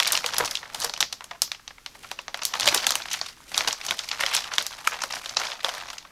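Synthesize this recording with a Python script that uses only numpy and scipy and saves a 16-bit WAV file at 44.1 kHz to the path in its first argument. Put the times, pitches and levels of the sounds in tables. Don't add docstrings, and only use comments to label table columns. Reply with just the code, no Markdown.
import sys
import numpy as np
from scipy import signal
from scipy.fft import rfft, irfft, next_fast_len
from scipy.io import wavfile

SR = 44100
rng = np.random.default_rng(int(sys.argv[2]) if len(sys.argv) > 2 else 0)


def wav_record(signal):
    frames = np.transpose(np.atleast_2d(signal))
    bounded = np.clip(frames, -1, 1)
    quanta = np.round(bounded * 32767).astype(np.int16)
    wavfile.write(sys.argv[1], SR, quanta)


N = 269451


def amp(db):
    return 10 ** (np.asarray(db) / 20)


def unit(x):
    return x / np.sqrt(np.mean(x ** 2, axis=-1, keepdims=True) + 1e-20)


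def along(points, hz):
    point_hz, value = np.transpose(points)
    return np.interp(np.log(hz + 1), np.log(point_hz + 1), value)


def filtered(x, response):
    size = next_fast_len(N + SR // 2)
    spectrum = rfft(x, size) * response(np.fft.rfftfreq(size, 1 / SR))
    return irfft(spectrum, size)[..., :N]


def resonance(hz, centre_hz, sharpness):
    damping = 1j * hz * centre_hz / sharpness
    return damping / (centre_hz ** 2 - hz ** 2 + damping)


# (frequency [Hz], density [dB per Hz])
TONE_SPECTRUM = [(20, -3), (40, -2), (66, -7.5), (250, -12), (600, -24), (1200, -16.5), (5000, -25),
                 (9000, -21.5), (15500, -14.5)]
TONE_DB = -46.5


def room_tone():
    tone = filtered(rng.standard_normal(N), lambda hz: amp(along(TONE_SPECTRUM, hz)))
    return amp(TONE_DB) * unit(tone)


# (frequency [Hz], t60 [s])
WALL_T60 = [(400, 0.18), (1500, 0.088), (5000, 0.25), (9000, 0.091), (14000, 0.21)]
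# (frequency [Hz], level [dB])
WALL_COLOUR = [(400, 7), (800, -3), (2000, -4.5), (3000, -9.5), (5000, -4.5), (7000, -1), (9000, -4),
               (14000, -3.5)]
WALL_GAP_SAMPLES = 130


def room(x, count):
    wet = np.zeros(N + SR)
    edges = np.linspace(0, N, count + 1).astype(int)
    for start, end in zip(edges, edges[1:]):
        hz, t, noise = signal.stft(rng.standard_normal(SR // 2), SR, nperseg=256)
        colour_db = along(WALL_COLOUR, hz)[:, None]
        fade_db = colour_db - 60 * t / along(WALL_T60, hz)[:, None]
        tail = signal.istft(noise * amp(fade_db), SR, nperseg=256)[1][:SR // 2]
        echo = signal.fftconvolve(x[start:end], tail / np.linalg.norm(tail))
        wet[start:start + len(echo)] += echo
    return np.pad(wet, (WALL_GAP_SAMPLES, 0))[:N]


# (time [s], peak level [dB])
AIR_PUFFS = [(.43, -35.5), (.8, -47), (.87, -51), (1.03, -47), (1.43, -75), (2.67, -34), (2.87, -49),
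             (3.53, -53), (3.6, -41), (3.68, -49), (3.91, -44.5), (4.27, -54), (5.37, -51)]
PUFF_RISE_S, PUFF_FALL_S = 0.026, 0.024
AIR_DB, AIR_FOLLOWS, AIR_FADE_DB_PER_S = -33.5, 0.43, 1.22
KICK_DB, KICK_FADE_S = -19, 0.012


def draught():
    t = np.arange(N) / SR
    hand_s, hand_db = np.transpose(HAND_WORK)[:2]
    hands_now_db = np.interp(t, hand_s, hand_db)
    strength = amp(AIR_DB + AIR_FOLLOWS * hands_now_db - AIR_FADE_DB_PER_S * t)
    for s, db in AIR_PUFFS:
        puff = np.exp(np.minimum((t - s) / PUFF_RISE_S, (s - t) / PUFF_FALL_S))
        strength = strength + amp(db) * puff

    snap_s, *_, flap_db, _ = np.transpose(CREASE_SNAPS)
    kicks = np.bincount(np.round(snap_s * SR).astype(int), amp(flap_db + KICK_DB), N)
    kicks = signal.fftconvolve(kicks, np.exp(-t[:SR // 8] / KICK_FADE_S))[:N]

    thuds = filtered(rng.standard_normal(N), lambda hz: resonance(hz, 270, 0.43) ** 2)
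    air = filtered(rng.standard_normal(N), lambda hz: resonance(hz, 80, 0.18) ** 2)
    return strength * unit(air) + kicks * unit(thuds)


# (time [s], pitch [Hz], level before soft start [dB], t60 [s])
AIR_POCKETS = [ (.243, 505, -23.5, 0.06), (0.403, 465, -11.5, 0.056), (0.405, 960, -11.5, 0.045),
               (0.426, 476, -20, 0.042), (0.842, 470, -24.5, 0.096), (1.311, 688, -29.5, 0.11),
               (1.349, 1020, -39, 0.066), (2.675, 586, -12, 0.061), (2.724, 350, -19, 0.038),
               (2.759, 396, -13, 0.023), (3.674, 484, -19, 0.036), (4.235, 545, -23.5, 0.081),
               (4.8749, 1325, 0, 0.014), (4.873, 2330, -1, 0.0079), (5.645, 530, -19.5, 0.071), ]
POCKET_WANDER_CYCLES = .006


def pockets():
    out, t = np.zeros(N + SR), np.arange(SR // 8) / SR
    for s, hz, db, t60_s in AIR_POCKETS:
        cycles = hz * t + np.cumsum(rng.normal(0, POCKET_WANDER_CYCLES, len(t)))
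        fade = amp(db - 60 * t / t60_s)
        soft_start = 1 - np.exp(-(hz * t / 0.68) ** 2)
        out[round(s * SR):][:len(t)] += fade * soft_start * np.sin(2 * np.pi * cycles)
    return out[:N]


FRAME = 768
RING = 1.1


def buckles(rows, flap_hz, first_db, die_ms, rise, spiky_db, edge_haste):
    s, burst_ms, facet_hz, facet_db, flap_db, edge_db = np.transpose(rows)[:, :, None]
    ms, hz = np.arange(FRAME) / SR * 1000, np.fft.rfftfreq(FRAME, 1 / SR)

    unevenness = amp(spiky_db * rng.standard_normal((len(s), FRAME)))
    cracks = rng.standard_normal((len(s), FRAME)) * unevenness
    first = np.sign(cracks[:, :1]) * amp(first_db) / burst_ms * (ms == 0)
    start = 1 - np.exp(-ms / (rise * burst_ms))
    after_burst_ms = np.clip(ms - burst_ms, 0, None)
    hold = start * np.exp(-after_burst_ms / die_ms - ms / 8)

    facet = resonance(hz, facet_hz, .7) ** 2 / (1 + 1j * hz / 8000) ** 2
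    note_hz = facet_hz * 2 ** rng.uniform(-0.75, 1, (2, len(s), 1))
    notes = 1 + RING * resonance(hz, note_hz, 6).sum(axis=0)
    radiates = (1j * hz / 500 * resonance(hz, 500, 1.0)) ** 2
    flap = resonance(hz, flap_hz, 0.64) ** 2 * radiates
    edge = resonance(hz, 11500, .8) ** 3

    near = far = 0
    for db, colour, own, shape in [
        (facet_db, facet, notes, hold),
        (flap_db, flap, 1, hold ** .5),
        (edge_db, edge, 1, hold ** edge_haste),
    ]:
        gain = amp(db) * np.sqrt(.005 * SR / FRAME)
        burst = irfft(rfft(first + cracks * shape) * colour * own, FRAME)
        near = near + gain * unit(burst)
        far = far + gain * unit(irfft(colour, FRAME))
    where = np.round(s * SR).astype(int) + np.arange(FRAME)
    return np.array([np.bincount(where.ravel(), sound.ravel(), N + FRAME)[:N] for sound in (near, far)])


# (time [s], small-buckle level [dB], flap over it [dB], edge hiss over it [dB])
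HAND_WORK = [(0, -35, 4.5, -3), (.2, -35.5, -4, 4), (.4, -36, 1.5, -3), (.56, -41, 5, 6.5),
             (.71, -47, 8, 3), (0.811, -32, 2, 4.5), (.92, -52.5, 4, 3), (1.05, -55, 2, 1),
             (1.4, -57, 2, -7), (1.72, -69, -14, 0), (2.02, -38, -36, 7.5), (2.3, -57, 2, -11),
             (2.45, -44, 1, -3), (2.7, -31, 1, 2), (2.94, -37.5, -1.5, -3), (3.13, -35.5, -8, 5),
             (3.28, -38.5, -23, 0), (3.4, -48, -34, 11.5), (3.56, -32, -5, 2.5), (3.76, -41, -2, 2.5),
             (4.0, -36.5, -2, 3.5), (4.3, -30.5, -8.5, -4), (4.68, -40, -2.5, 0.5), (4.94, -32, -5.5, 0),
             (5.25, -38, -9, 4), (5.44, -31, 0.5, 0.5), (5.58, -44, 4.5, 8), (5.78, -30.5, 2.5, 1),
             (5.93, -42, 0, 3), (6.11, -53.5, 11.5, -15)]
CROWD_BEFORE_S, CROWD_AFTER_S = 0.0087, 0.023
CROWD_SHARE, CROWD_MID_DB = 0.34, -32.5


def rustle(count, faint_db, facet_hz):
    when, size, length, pitch = rng.random((count, 4)).T
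    s = when * N / SR
    hand_s, level_db, flap_db, edge_db = np.transpose(HAND_WORK)
    snap_s, _, _, *snap_dbs = np.transpose(CREASE_SNAPS)
    since_s = s[:, None] - snap_s
    close = np.exp(np.minimum(since_s / CROWD_BEFORE_S, -since_s / CROWD_AFTER_S))
    size_db = faint_db - 4 * np.log(1 - .97 * size)

    dbs = []
    for over_db, snap_db in zip((0, flap_db, edge_db), snap_dbs):
        nearby_db = 20 * np.log10(close @ amp(snap_db) + 1e-5)
        hands_now_db = np.interp(s, hand_s, level_db + over_db)
        crowd_db = CROWD_SHARE * (nearby_db - CROWD_MID_DB)
        dbs.append(hands_now_db + crowd_db + size_db + rng.normal(0, 2.77, count))

    burst_ms = 1.18 + 3 * length ** 2
    rows = np.transpose([s, burst_ms, facet_hz * 5.5 ** (pitch - .5), *dbs])
    return buckles(rows, flap_hz=820, first_db=17, die_ms=.9, rise=.25, spiky_db=2.5, edge_haste=.8)


# (time [s], burst [ms], facet pitch [Hz], facet [dB], flap [dB], edge [dB])
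CREASE_SNAPS = [(0.0009, 1.3, 3060, -13.5, -19.5, -15.5), (0.0255, 0.46, 2470, -20.5, -46, -27),
                (0.0313, 1.2, 3200, -23, -39, -20), (0.048, 1.9, 2490, -25, -39, -35),
                (0.057, 0.52, 3560, -23, -42, -54), (0.067, 1.4, 1740, -25, -28, -50),
                (0.0735, 1.2, 4500, -24, -44, -13.5), (0.077, 2.3, 3670, -19, -44, -20),
                (0.0832, 9.4, 3780, -29, -29, -29), (0.105, 0.77, 2930, -27, -33, -40),
                (0.1126, 2, 2500, -34, -26.5, -45), (0.1217, 1.3, 4540, -25, -47, -6.5),
                (0.125, 1.3, 3930, -25, -48, -12), (0.1318, 0.93, 5330, -18.5, -23, -22),
                (0.1454, 3.1, 4030, -40, -24.5, -25), (0.151, 3, 2960, -16, -50, -38),
                (0.168, 1.5, 4000, -33, -42, -36), (0.1751, 0.56, 4100, -18, -24.5, -30),
                (0.243, 1.4, 2550, -26, -24, -59), (0.262, 1.5, 4670, -19, -28.5, -17.5),
                (0.2889, 1.3, 2300, -30, -38, -51), (0.336, 1.3, 3440, -26.5, -27, -45),
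                (0.3433, 1.8, 2570, -38, -28, -22.5), (0.358, 1.2, 2500, -34, -51, -49),
                (0.366, 1.7, 3620, -24.5, -44, -44), (0.383, 1.5, 5800, -16, -24.5, -6),
                (0.389, 2.5, 2780, -31, -41, -26), (0.3986, 5.8, 2000, -48, -20, -52),
                (0.4067, 1.5, 1250, -25.5, -19, -55), (0.424, 3.3, 1470, -44, -27, -52),
                (0.4476, 2, 3630, -27, -40, -26), (0.455, 10, 5100, -21.5, -31, -18.5),
                (0.4773, 1, 2970, -29, -40, -45), (0.5107, 3, 5700, -22.5, -56, -18),
                (0.5537, 1.2, 3880, -20, -68, -27), (0.5708, 2.3, 3400, -27, -49, -37),
                (0.6299, 1.4, 1760, -37, -34.5, -60), (0.6557, 3.2, 1260, -36, -76, -64),
                (0.7, 1.6, 1480, -38.5, -50, -47), (0.7462, 3.2, 4000, -27.5, -30, -21.5),
                (0.8013, 2.3, 3750, -37, -54, -20), (0.816, 27, 5230, -23.5, -57, -52),
                (0.8365, 1.5, 4000, -29, -43, -24), (0.8449, 4.5, 5530, -18.5, -23.5, -12),
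                (0.8556, 1.5, 1700, -46, -31, -71), (0.8964, 0.73, 4400, -27, -30, -31),
                (0.9375, 2, 3940, -25.5, -30, -31), (0.9636, 1.2, 2810, -32, -56, -61),
                (0.9765, 0.92, 3220, -35, -34, -33), (1.005, 2, 5000, -13.5, -21.5, -15),
                (1.0119, 0.64, 3200, -27, -33, -15.5), (1.0274, 0.33, 2900, -15.5, -28, -37),
                (1.1259, 4.1, 3640, -25, -34, -24), (1.2079, 1.1, 1230, -31.5, -68, -45),
                (1.2198, 2.4, 1450, -49, -40, -64), (1.242, 2.4, 3380, -40.5, -40.5, -29),
                (1.3102, 5.6, 2030, -35, -30, -40), (1.3336, 1.6, 1800, -50, -46, -69),
                (1.3487, 13, 1360, -62, -41, -74), (1.419, 1.3, 5300, -12, -26, -5.5),
                (1.477, 1.1, 3460, -49, -43, -54), (1.5172, 1.4, 2870, -23, -36.5, -29),
                (1.547, 2.4, 2670, -39, -43, -51), (1.595, 3.8, 1500, -64, -44.5, -64),
                (1.6781, 1.5, 3400, -31, -41, -65), (1.7063, 3.3, 1860, -47, -40, -61),
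                (1.782, 1.4, 1860, -45.5, -45.5, -68), (1.813, 1.5, 3200, -69, -71, -64),
                (1.8617, 1.4, 2850, -30, -35, -34.5), (1.9502, 9.7, 1300, -53, -39, -48),
                (2.0343, 3.6, 2670, -48, -44, -53), (2.045, 2.4, 1580, -65, -34.5, -74),
                (2.072, 2, 6000, -58, -65, -53), (2.1144, 1.6, 3340, -29.5, -26.5, -27),
                (2.1896, 1.9, 2950, -29.5, -30, -46), (2.2155, 1.8, 5000, -49, -62, -40),
                (2.2816, 0.57, 3140, -33.5, -28, -44), (2.3437, 1.4, 2770, -26.5, -25, -30.5),
                (2.3742, 0.98, 2740, -41, -39, -31.5), (2.391, 2.3, 2640, -41, -35, -60),
                (2.4173, 11, 3570, -27.5, -27.5, -42), (2.434, 1.1, 4500, -26, -42, -24),
                (2.4523, 0.89, 4960, -16, -45, -7.5), (2.538, 3.4, 3520, -25, -21, -31),
                (2.5524, 2.4, 2330, -37, -26, -29), (2.565, 1.5, 5000, -36, -48, -35),
                (2.598, 1.8, 3280, -21.5, -28, -17), (2.608, 1.4, 4500, -21, -32, -20),
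                (2.6189, 8.7, 2840, -29, -25, -41), (2.6305, 1.4, 3300, -22.5, -45, -45),
                (2.644, 4.1, 1500, -37, -36, -50), (2.6577, 1, 4800, -20, -27, -22),
                (2.6698, 2.2, 3930, -18, -35, -22), (2.6758, 1.3, 3060, -12.5, -19.5, -12),
                (2.6867, 1.6, 3320, -13, -40, -16), (2.724, 4.3, 2600, -32, -23, -31),
                (2.7428, 2, 2000, -32, -35, -50), (2.7464, 0.56, 4800, -13, -20.5, -4),
                (2.7748, 4, 4800, -18.5, -34, -41), (2.7997, 2.2, 2780, -33, -37, -48),
                (2.8298, 3, 3040, -34, -32, -30), (2.842, 3.7, 3620, -24, -28, -40),
                (2.8676, 1.4, 3240, -15, -20.5, -9), (2.892, 1.5, 3960, -20.5, -50, -48),
                (2.9068, 0.71, 3800, -20, -21, -13), (2.92, 2.2, 4600, -21, -29, -47),
                (2.9545, 1.1, 2950, -23, -23, -12), (3.001, 2, 1600, -63, -30, -61),
                (3.019, 4.1, 2720, -29.5, -49, -57), (3.0569, 0.59, 2030, -35, -35, -44),
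                (3.085, 2.1, 2870, -32.5, -59, -64), (3.112, 25, 3570, -24, -53, -33),
                (3.13, 10, 4600, -21, -43, -18.5), (3.1391, 2.5, 2500, -24, -36, -45),
                (3.1474, 1.1, 2500, -28, -41, -51), (3.2135, 1.5, 4400, -22.5, -26, -46),
                (3.261, 6, 3800, -31, -37.5, -33), (3.284, 14, 3500, -35.5, -42, -37),
                (3.372, 2, 1100, -49, -58, -80), (3.403, 2, 1290, -50, -47, -57),
                (3.42, 1.6, 1100, -55, -54, -70), (3.483, 1.6, 1200, -57, -55, -57),
                (3.517, 9.4, 3000, -42, -35, -36), (3.5435, 3.1, 3280, -23, -36, -38),
                (3.578, 1.2, 5700, -13, -22.5, -12), (3.5994, 3.6, 3750, -38, -51, -39),
                (3.608, 0.79, 2500, -26.5, -20.5, -43), (3.6474, 1.6, 3520, -33, -27.5, -45),
                (3.6749, 4.5, 3150, -19.5, -19.5, -21), (3.683, 3.3, 3860, -20.5, -22, -19),
                (3.708, 2.9, 3050, -25, -57, -50), (3.7282, 1, 4730, -21.5, -29.5, -25),
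                (3.813, 2.5, 2930, -30, -59, -41), (3.849, 6.5, 3200, -35, -34, -24.5),
                (3.8652, 1.3, 5300, -24, -54, -21), (3.8834, 20, 3640, -23.5, -29, -38),
                (3.9089, 1.3, 2810, -18, -23.5, -19.5), (3.919, 6.4, 2900, -48, -24.5, -53),
                (3.9908, 1.8, 4300, -21, -37, -33), (4.088, 2.7, 3730, -27.5, -50, -28),
                (4.1135, 3, 3400, -21, -28, -55), (4.1933, 4.4, 1630, -39, -28, -38),
                (4.206, 7.8, 2210, -21.5, -22.5, -18.5), (4.236, 1.6, 1810, -21.5, -21, -26),
                (4.2633, 0.83, 2860, -19.5, -28, -23.5), (4.224, 1, 2500, -28, -37, -35),
                (4.292, 2, 1500, -54, -52, -53), (4.31, 10, 2500, -46, -39, -45),
                (4.327, 2.7, 2720, -29, -36, -49), (4.335, 20, 2110, -22.5, -53, -20),
                (4.341, 7.1, 4300, -21.5, -53, -40), (4.3483, 5, 3740, -19, -23.5, -9),
                (4.366, 0.86, 4600, -17.5, -57, -22), (4.3732, 5.7, 3500, -23, -31.5, -36),
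                (4.44, 4.7, 2970, -30, -35, -35), (4.4748, 3, 2800, -39, -39, -43),
                (4.515, 25, 1880, -30, -32, -48), (4.5359, 3.6, 3260, -26, -30, -33),
                (4.553, 3.1, 4500, -34, -42, -31), (4.5826, 1, 3040, -13, -20, -17.5),
                (4.606, 3.4, 3400, -49, -27, -42), (4.613, 0.87, 3100, -29, -33, -44),
                (4.625, 1.3, 4360, -33, -40, -22), (4.6658, 0.84, 5230, -21, -50, -17),
                (4.7276, 1.1, 3240, -35, -44, -55), (4.7358, 1.1, 2160, -38, -52, -53),
                (4.7835, 22, 2480, -40, -42, -39), (4.8693, 1, 1800, -40, -42, -44),
                (4.8728, 3.6, 4380, -21.5, -27.5, -14.5), (4.9195, 2.1, 1500, -43, -27.5, -57),
                (4.9255, 9.7, 2200, -33, -29, -50), (4.941, 3.2, 2000, -37, -29, -61),
                (4.989, 2.3, 2300, -38, -37, -64), (5.0196, 2.3, 5600, -23.5, -33, -52),
                (5.0363, 2.5, 3300, -32.5, -22.5, -24), (5.1068, 1.6, 2060, -49, -30, -40),
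                (5.1246, 1.8, 5100, -27.5, -36, -40), (5.135, 3.9, 3030, -32, -30, -54),
                (5.1552, 4.9, 3000, -34, -36, -28), (5.167, 2.9, 1500, -45, -29, -51),
                (5.246, 3.3, 4500, -37, -53, -51), (5.259, 2.9, 3200, -29, -30.5, -36),
                (5.2929, 2.9, 4440, -28, -44, -40), (5.3257, 4, 1920, -52, -46, -60),
                (5.3684, 2.9, 4160, -14.5, -20.5, -36), (5.3985, 1.6, 4040, -29, -29, -30),
                (5.443, 2.4, 1820, -40, -39, -46), (5.414, 3, 2500, -41, -27, -50),
                (5.451, 2.9, 3980, -29, -30, -42), (5.468, 4.3, 3350, -27, -59, -45),
                (5.5178, 1.4, 2300, -27, -41, -62), (5.528, 2.2, 2000, -37, -48, -66),
                (5.605, 4.4, 2380, -33, -71, -72), (5.6459, 1.2, 3160, -18, -21.5, -26),
                (5.6903, 3.1, 2700, -25.5, -38, -33), (5.781, 3, 3800, -44, -55, -50),
                (5.808, 4.5, 2740, -36, -57, -69), (5.835, 1.8, 1120, -36, -45, -61),
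                (5.884, 4.9, 2030, -39, -61, -62), (5.9012, 5.5, 3340, -32.5, -33.5, -35),
                (5.93, 8.1, 2710, -41, -35.5, -34), (5.982, 2.4, 3800, -30.5, -86, -38),
                (6.05, 3.3, 1340, -42, -45, -70), (6.072, 5, 2960, -51, -61, -65)]


def snaps():
    return buckles(CREASE_SNAPS, flap_hz=1102, first_db=18.5, die_ms=1.67, rise=0.076, spiky_db=4.5,
                   edge_haste=1.9)


def scene():
    trapped_air = amp([[0], [-8]]) * pockets()
    near, far = snaps() + trapped_air + rustle(count=3400, faint_db=-14.5, facet_hz=2420)
    walls = amp(-7) * room(far, count=32)
    return (near + walls + draught() + room_tone())[None]


# (frequency [Hz], gain [dB])
OVERALL_TONE = [(200, -7), (6000, 0), (8500, -8), (13000, -15.5), (15500, -26), (15900, -32), (17000, -50)]
TOP_HZ = 17000


def record(dry):
    x = filtered(dry, lambda hz: amp(along(OVERALL_TONE, hz)))
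    x = x / (1 + np.abs(x / .98) ** 8) ** (1 / 8)
    return filtered(x, lambda hz: hz < TOP_HZ)


dry = scene()
out = record(dry)
wav_record(out)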